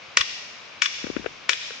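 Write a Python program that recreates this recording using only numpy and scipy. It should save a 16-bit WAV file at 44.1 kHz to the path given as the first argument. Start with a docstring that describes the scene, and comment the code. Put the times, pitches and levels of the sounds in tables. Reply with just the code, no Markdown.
"""A campsite among trees: a hammer hits the back of a hatchet stuck in a log three times.
Each blow is a shaped noise crack that excites damped modes, with a knock of the log and a ground thud.
Parked vehicles slap it back, camp objects scatter it early and the forest returns a long wash.
Between the last two blows the hand-held phone is bumped and rubbed near its left microphone:
filtered pushes and short noise. A faint knock follows the last blow, over a steady forest hiss."""
import sys
import numpy as np
from scipy import signal
from scipy.fft import rfft, irfft
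from scipy.io import wavfile
from scipy.ndimage import uniform_filter1d, minimum_filter1d

SR = 44100
rng = np.random.default_rng(int(sys.argv[2]) if len(sys.argv) > 2 else 0)


def wav_record(signal):
    """Record a signal, one row per channel, as 16-bit PCM in the file named by sys.argv[1]."""
    frames = np.transpose(np.atleast_2d(signal))
    bounded = np.clip(frames, -1, 1)
    # unit amplitude maps onto the largest positive 16-bit level
    quanta = np.round(bounded * 32767).astype(np.int16)
    wavfile.write(sys.argv[1], SR, quanta)


N = 79380
T = np.arange(N) / SR  # time axis, s


def undb(db):
    """Level law: decibels to an amplitude ratio."""
    return 10 ** (np.asarray(db) / 20)


def sides(db):
    """Intensity stereophony: left and right gains for a level difference, positive to the left."""
    return undb(np.array([[.5], [-.5]]) * db)


def unit(x):
    """Energy normalisation of each channel."""
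    return x / np.sqrt(np.sum(x ** 2, axis=-1, keepdims=True))


def colour(x, points, tilt_db=0, depth=1):
    """Minimum-phase filtering through (Hz, dB) points scaled by depth, plus a tilt in dB per octave."""
    size = 2 * N
    octave = np.log2(np.maximum(np.fft.rfftfreq(size, 1 / SR), 1))
    hz, db = np.array(points, float).T
    tilt = tilt_db * np.clip(octave - np.log2(2500), -2, 2)
    curve = depth * np.interp(octave, np.log2(hz), db) + tilt
    # folding the cepstrum onto positive time makes the filter causal
    cepstrum = irfft(np.log(undb(curve)))
    cepstrum[1:N] *= 2
    cepstrum[N + 1:] = 0
    response = np.exp(rfft(cepstrum))
    return irfft(rfft(x, size) * response)[..., :N]


def burst(at, rise, fall, shape=1):
    """Transient white noise: swells to an instant and dies away, with an even spectrum."""
    # shape 1 = pointed swell, 2 = rounded
    env = np.exp(-np.maximum((at - T) / rise, (T - at) / fall) ** shape)
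    x = rng.standard_normal(N) * env
    for _ in range(2):
        flattened = irfft(np.exp(1j * np.angle(rfft(x))), N)
        x = flattened * np.sqrt(env)
    return unit(x) * np.sqrt(np.sum(env ** 2))


def convolve(x, response):
    """Linear superposition: each instant of the sound starts its own copy of the response."""
    return signal.fftconvolve(np.atleast_2d(x), np.atleast_2d(response), axes=-1)[:, :N]


def knock(at, hz, width):
    """Impulse response of a well-damped body: a push, band-passed and then softened in the treble."""
    push = np.zeros(N)
    push[int(at * SR)] = -1
    band = signal.butter(2, [hz / width, hz * width], "band", fs=SR, output="sos")
    softness = signal.butter(2, hz * 2, fs=SR, output="sos")  # treble corner an octave above the pitch
    x = signal.sosfilt(softness, signal.sosfilt(band, push))
    return x / np.abs(x).max()


# spectrum of the forest hiss: (frequency [Hz], relative level [dB])
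AIR_SPECTRUM = [(20, -35), (50, -25), (90, -10), (150, -8), (250, -8.5), (380, -10), (580, -4), (800, -7),
                (1200, -3), (1900, -7), (2330, -0.5), (2700, -4), (3600, -7.5), (4400, -11), (5600, -13),
                (6800, -20.5), (8000, -37), (10200, -52), (16000, -88)]
AIR_DB, AIR_PAN_DB = -43.5, 2.5  # RMS level before panning; left over right
AIR_LIKENESS = 0.71  # amplitude of the noise common to both sides, relative to each side's own


def air():
    """Partial coherence: the soft, wide, even hiss of the forest shares some noise between the sides."""
    noise = rng.standard_normal((2, N)) + AIR_LIKENESS * rng.standard_normal(N)
    hiss = unit(colour(noise, AIR_SPECTRUM)) * np.sqrt(N)
    return hiss * undb(AIR_DB) * sides(AIR_PAN_DB)


# spectral weighting of the forest wash: (frequency [Hz], gain [dB])
FOREST_COLOUR = [(400, -21.5), (1200, -12), (1800, 0), (2300, 0), (3600, 3.5), (5800, 3), (7000, 1),
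                 (9000, -1), (12000, -39)]
FOREST_DB, FOREST_PAN_DB = -9.5, 2
FOREST_HOLD_S, FOREST_T60_S = .13, 1.11  # steady part, then time to decay by 60 dB


def forest(x):
    """Multiple scattering: countless trunks return a diffuse wash that holds, then decays exponentially."""
    env = np.exp(-np.log(1000) * np.maximum(T - FOREST_HOLD_S, 0) / FOREST_T60_S)
    trunks = unit(rng.standard_normal((2, N)) * env)
    return colour(convolve(x, trunks), FOREST_COLOUR) * undb(FOREST_DB) * sides(FOREST_PAN_DB)


CAMP_DB, CAMP_FALL_S, CAMP_PAN_DB = -2.5, 0.032, 7  # level, decay time constant, left over right


def camp(x):
    """Early scattering from the ground, woodpile, table and chairs: a short exponential noise response."""
    scatter = unit(rng.standard_normal((2, N)) * np.exp(-T / CAMP_FALL_S))
    return convolve(x, scatter) * undb(CAMP_DB) * sides(CAMP_PAN_DB)


# spectral weighting of the vehicle echo: (frequency [Hz], gain [dB])
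ECHO_COLOUR = [(400, -17.5), (1080, 3.5), (1700, 4), (2500, 3), (3600, 7), (5500, -1.5), (8000, -1),
               (12000, -0.5)]
ECHO_S, ECHO_RISE_S, ECHO_FALL_S, ECHO_PAN_DB = .0388, 0.0065, 0.01, 6.5  # delay, smear, left over right
SLAP_DB, SLAP_S = -2, 0.0016  # compact core, from a flat panel


def vehicles(x):
    """Specular and diffuse reflection: parked vehicles return a compact slap inside a smear of scatter."""
    echo = []
    for _ in range(2):
        smear = burst(ECHO_S, ECHO_RISE_S, ECHO_FALL_S)
        slap = undb(SLAP_DB) * 2 * burst(ECHO_S, SLAP_S, SLAP_S, 1.5)
        echo.append(smear + slap)
    return colour(convolve(x, unit(np.array(echo))), ECHO_COLOUR) * sides(ECHO_PAN_DB)


# spectrum of a scrape: (frequency [Hz], gain [dB])
SCRAPE_SPECTRUM = [(100, -26.5), (300, -17), (470, 5), (700, -12.5), (1050, -11), (1500, 0), (2100, -8.5),
                   (2600, -4.5), (3200, -15), (4000, -22), (9000, -59), (16000, -77)]


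def scrape(at):
    """Friction noise: a brief filtered burst."""
    return colour(burst(at, rise=0.0018, fall=0.006), SCRAPE_SPECTRUM)


def tick():
    """Broadband transient: a faint woody knock after the last blow, far to the left."""
    return undb(-25) * scrape(1.706) * sides(18.5)


# spectrum of the hand's rub: (frequency [Hz], gain [dB])
RUB_SPECTRUM = [(30, -4.5), (70, 1), (150, 1.5), (400, 1), (800, -22), (3000, -25), (16000, -65.5)]


def rub():
    """Sliding friction: the hand's low noise swells and fades slowly."""
    return undb(-27.5) * colour(burst(1.2, rise=0.19, fall=0.15), RUB_SPECTRUM)


# bumps on the phone: (time [s], level [dB], pitch [Hz], scrape level [dB])
BUMPS = [(1.0417, -17.5, 255, -15), (1.068, -20.5, 355, -15.5), (1.1, -14.5, 335, -26),
         (1.165, -10.5, 306, -8.5), (1.195, -24.5, 251, -43), (1.2434, -32.5, 413, -18),
         (1.2613, -13, 470, -6.5)]
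BUMP_WIDTH = 1.385  # band edges as a ratio to the pitch
BUMP_BASS_HZ, BUMP_BASS_DB = 97, -23  # bass level relative to a bump pitched at 300 Hz
BUMP_RIGHT_DB = -32  # right microphone relative to the left


def handling():
    """Structure-borne sound: dull bumps, scrapes and rub on the case, almost only on the left."""
    body = scrapes = 0
    for at, db, hz, scrape_db in BUMPS:
        # lower-pitched bumps carry more bass
        bass = undb(BUMP_BASS_DB) * (300 / hz) ** 2 * knock(at, BUMP_BASS_HZ, BUMP_WIDTH)
        body = body + undb(db) * (knock(at, hz, BUMP_WIDTH) + bass)
        scrapes = scrapes + undb(scrape_db) * scrape(at)
    return (body + scrapes + rub()) * undb(np.array([[0], [BUMP_RIGHT_DB]]))


THUD_HZ, THUD_DELAY_S, THUD_RISE_S = 83, 0.03, 0.0045


def thud(at):
    """Damped oscillation: the log pushes into the ground, a low tone that swells briefly and decays."""
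    age = np.maximum(T - at - THUD_DELAY_S, 0)
    swell = age / THUD_RISE_S * np.exp(1 - age / THUD_RISE_S)
    return swell * np.sin(2 * np.pi * THUD_HZ * age)


# modes of hammer and hatchet: (frequency [Hz], gain over the crack [dB], 60 dB decay time [s])
MODES = [(1100, -1, 0.018), (1477, -1, 0.032), (1728, -4.5, 0.088), (1883, 6, 0.075), (2348, 6.5, 0.018),
         (2730, -1.5, .03), (2850, 0.5, 0.012), (3347, 1, 0.019), (3874, 8, 0.15), (4570, 0.5, 0.093),
         (5160, -16, .02), (5570, 2.5, 0.073), (6850, -19.5, 0.059), (2500, -5.5, .9)]
CONTACT_DB, CONTACT_T60_S = 3.5, 0.015  # brief ring of the steel faces


def steel_response(contact_hz):
    """Modal superposition: decaying cosines; the contact pitch depends on where the hammer lands."""
    ring = 0
    for hz, db, t60 in MODES + [(contact_hz, CONTACT_DB, CONTACT_T60_S)]:
        damping = np.log(1000) / t60
        gain = undb(db) * 2 * damping / SR  # peak gain is independent of decay time
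        ring = ring + gain * np.exp(-damping * T) * np.cos(2 * np.pi * hz * T)
    return ring


# spectral weighting of the whole clack: (frequency [Hz], gain [dB])
CLACK_COLOUR = [(60, -68), (280, -54.5), (470, -34.5), (850, -19), (1150, -5), (2000, -2), (2600, -2.5),
                (3400, -1.5), (4100, -5), (5400, -2.5), (7100, -8), (7900, -24.5), (9100, -23),
                (10000, -44), (16000, -47)]
CRACK_DB, CRACK_SHAPE = -2, 1.21
SPLIT_DB, SPLIT_FALL_S = -25.5, 0.0064  # tearing fibres


def clack(at, tilt_db, rise, fall, contact_hz):
    """Impact excitation: the crack of steel on steel and of tearing fibres rings damped modes."""
    steel = undb(CRACK_DB) * burst(at, rise, fall, CRACK_SHAPE)
    fibres = undb(SPLIT_DB) * burst(at, rise, SPLIT_FALL_S)
    crack = steel + fibres
    ringing = convolve(crack, steel_response(contact_hz))[0]
    return colour(crack + ringing, CLACK_COLOUR, tilt_db)


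# left-right contrast curve, scaled by a depth on each side: (frequency [Hz], unscaled contrast [dB])
LEFT_BIAS = [(300, -9), (1500, 7), (2600, 4.5), (4400, -21.5), (5500, 0), (6800, -36.5), (9000, -16.5)]


def microphones(near):
    """Spectral level difference: one curve weights the left and, inverted, the right."""
    left = colour(near[0], LEFT_BIAS, depth=0.28)
    right = colour(near[1], LEFT_BIAS, depth=-0.24)
    return np.array([left, right])


# blows: (time [s], level [dB], treble tilt [dB per octave], left over right [dB], echo send [dB],
# camp and forest send [dB], ground thud level [dB], log knock relative to the clack [dB],
# crack rise [s], crack fall [s], contact pitch [Hz])
BLOWS = [(0.1725, 8.04, -0.77, 3.3, -11, -4, -35, -29, 0.0014, 0.002, 1846),
         (0.8216, 0.79, 0.21, 10.5, -8, 1, -66, -38, 0.0021, 0.0023, 2360),
         (1.494, 4.5, -0.34, 11.4, -13, -1.5, -49, -26.5, 0.0014, 0.00235, 2510)]
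LOG_HZ, LOG_WIDTH = 477, 1.314  # pitch; band edges as a ratio to it


def hammering():
    """Direct and reflected sound: blows and log knocks at both microphones, with thud, echo and wash."""
    near = to_vehicles = to_forest = low = 0
    for at, db, tilt_db, pan_db, echo_db, forest_db, thud_db, log_db, rise, fall, contact_hz in BLOWS:
        log = undb(log_db) * knock(at - rise, LOG_HZ, LOG_WIDTH)
        blow = undb(db) * (clack(at, tilt_db, rise, fall, contact_hz) + log)
        near = near + blow * sides(pan_db)
        to_vehicles = to_vehicles + blow * undb(echo_db)
        to_forest = to_forest + blow * undb(forest_db)
        low = low + undb(thud_db) * thud(at)
    reflected = vehicles(to_vehicles) + camp(to_forest) + forest(to_forest)
    return microphones(near) + low + reflected


def scene():
    """Superposition of all sources, from the background to the blows."""
    return air() + tick() + handling() + hammering()


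def smooth_gain(gain, size):
    """Look-ahead gain control: hold the minimum over a window of samples, then round the corners."""
    return uniform_filter1d(minimum_filter1d(gain, size=size), size=size)


LIMIT_DB, LIMIT_SHARE, RELEASE_DB_PER_S = -3, 0.5, 42  # threshold, part of the excess removed, recovery
TOP_HZ = 16300


def record(dry):
    """Dynamic compression: the phone's gain ducks on loud peaks, a fast limiter follows, the top is cut."""
    level_db = 20 * np.log10(np.abs(dry).max(axis=0) + 1e-9)
    over = np.maximum(level_db - LIMIT_DB, 0) * LIMIT_SHARE
    recovery = RELEASE_DB_PER_S * T
    duck = np.maximum.accumulate(over + recovery) - recovery
    x = dry * smooth_gain(undb(-duck), size=133)
    # the limiter holds each channel within full scale before the low-pass
    x = x * smooth_gain(1 / np.maximum(np.abs(x), 1), size=21)
    return signal.sosfilt(signal.ellip(8, .2, 70, TOP_HZ, fs=SR, output="sos"), x)


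dry = scene()
out = record(dry)
wav_record(out)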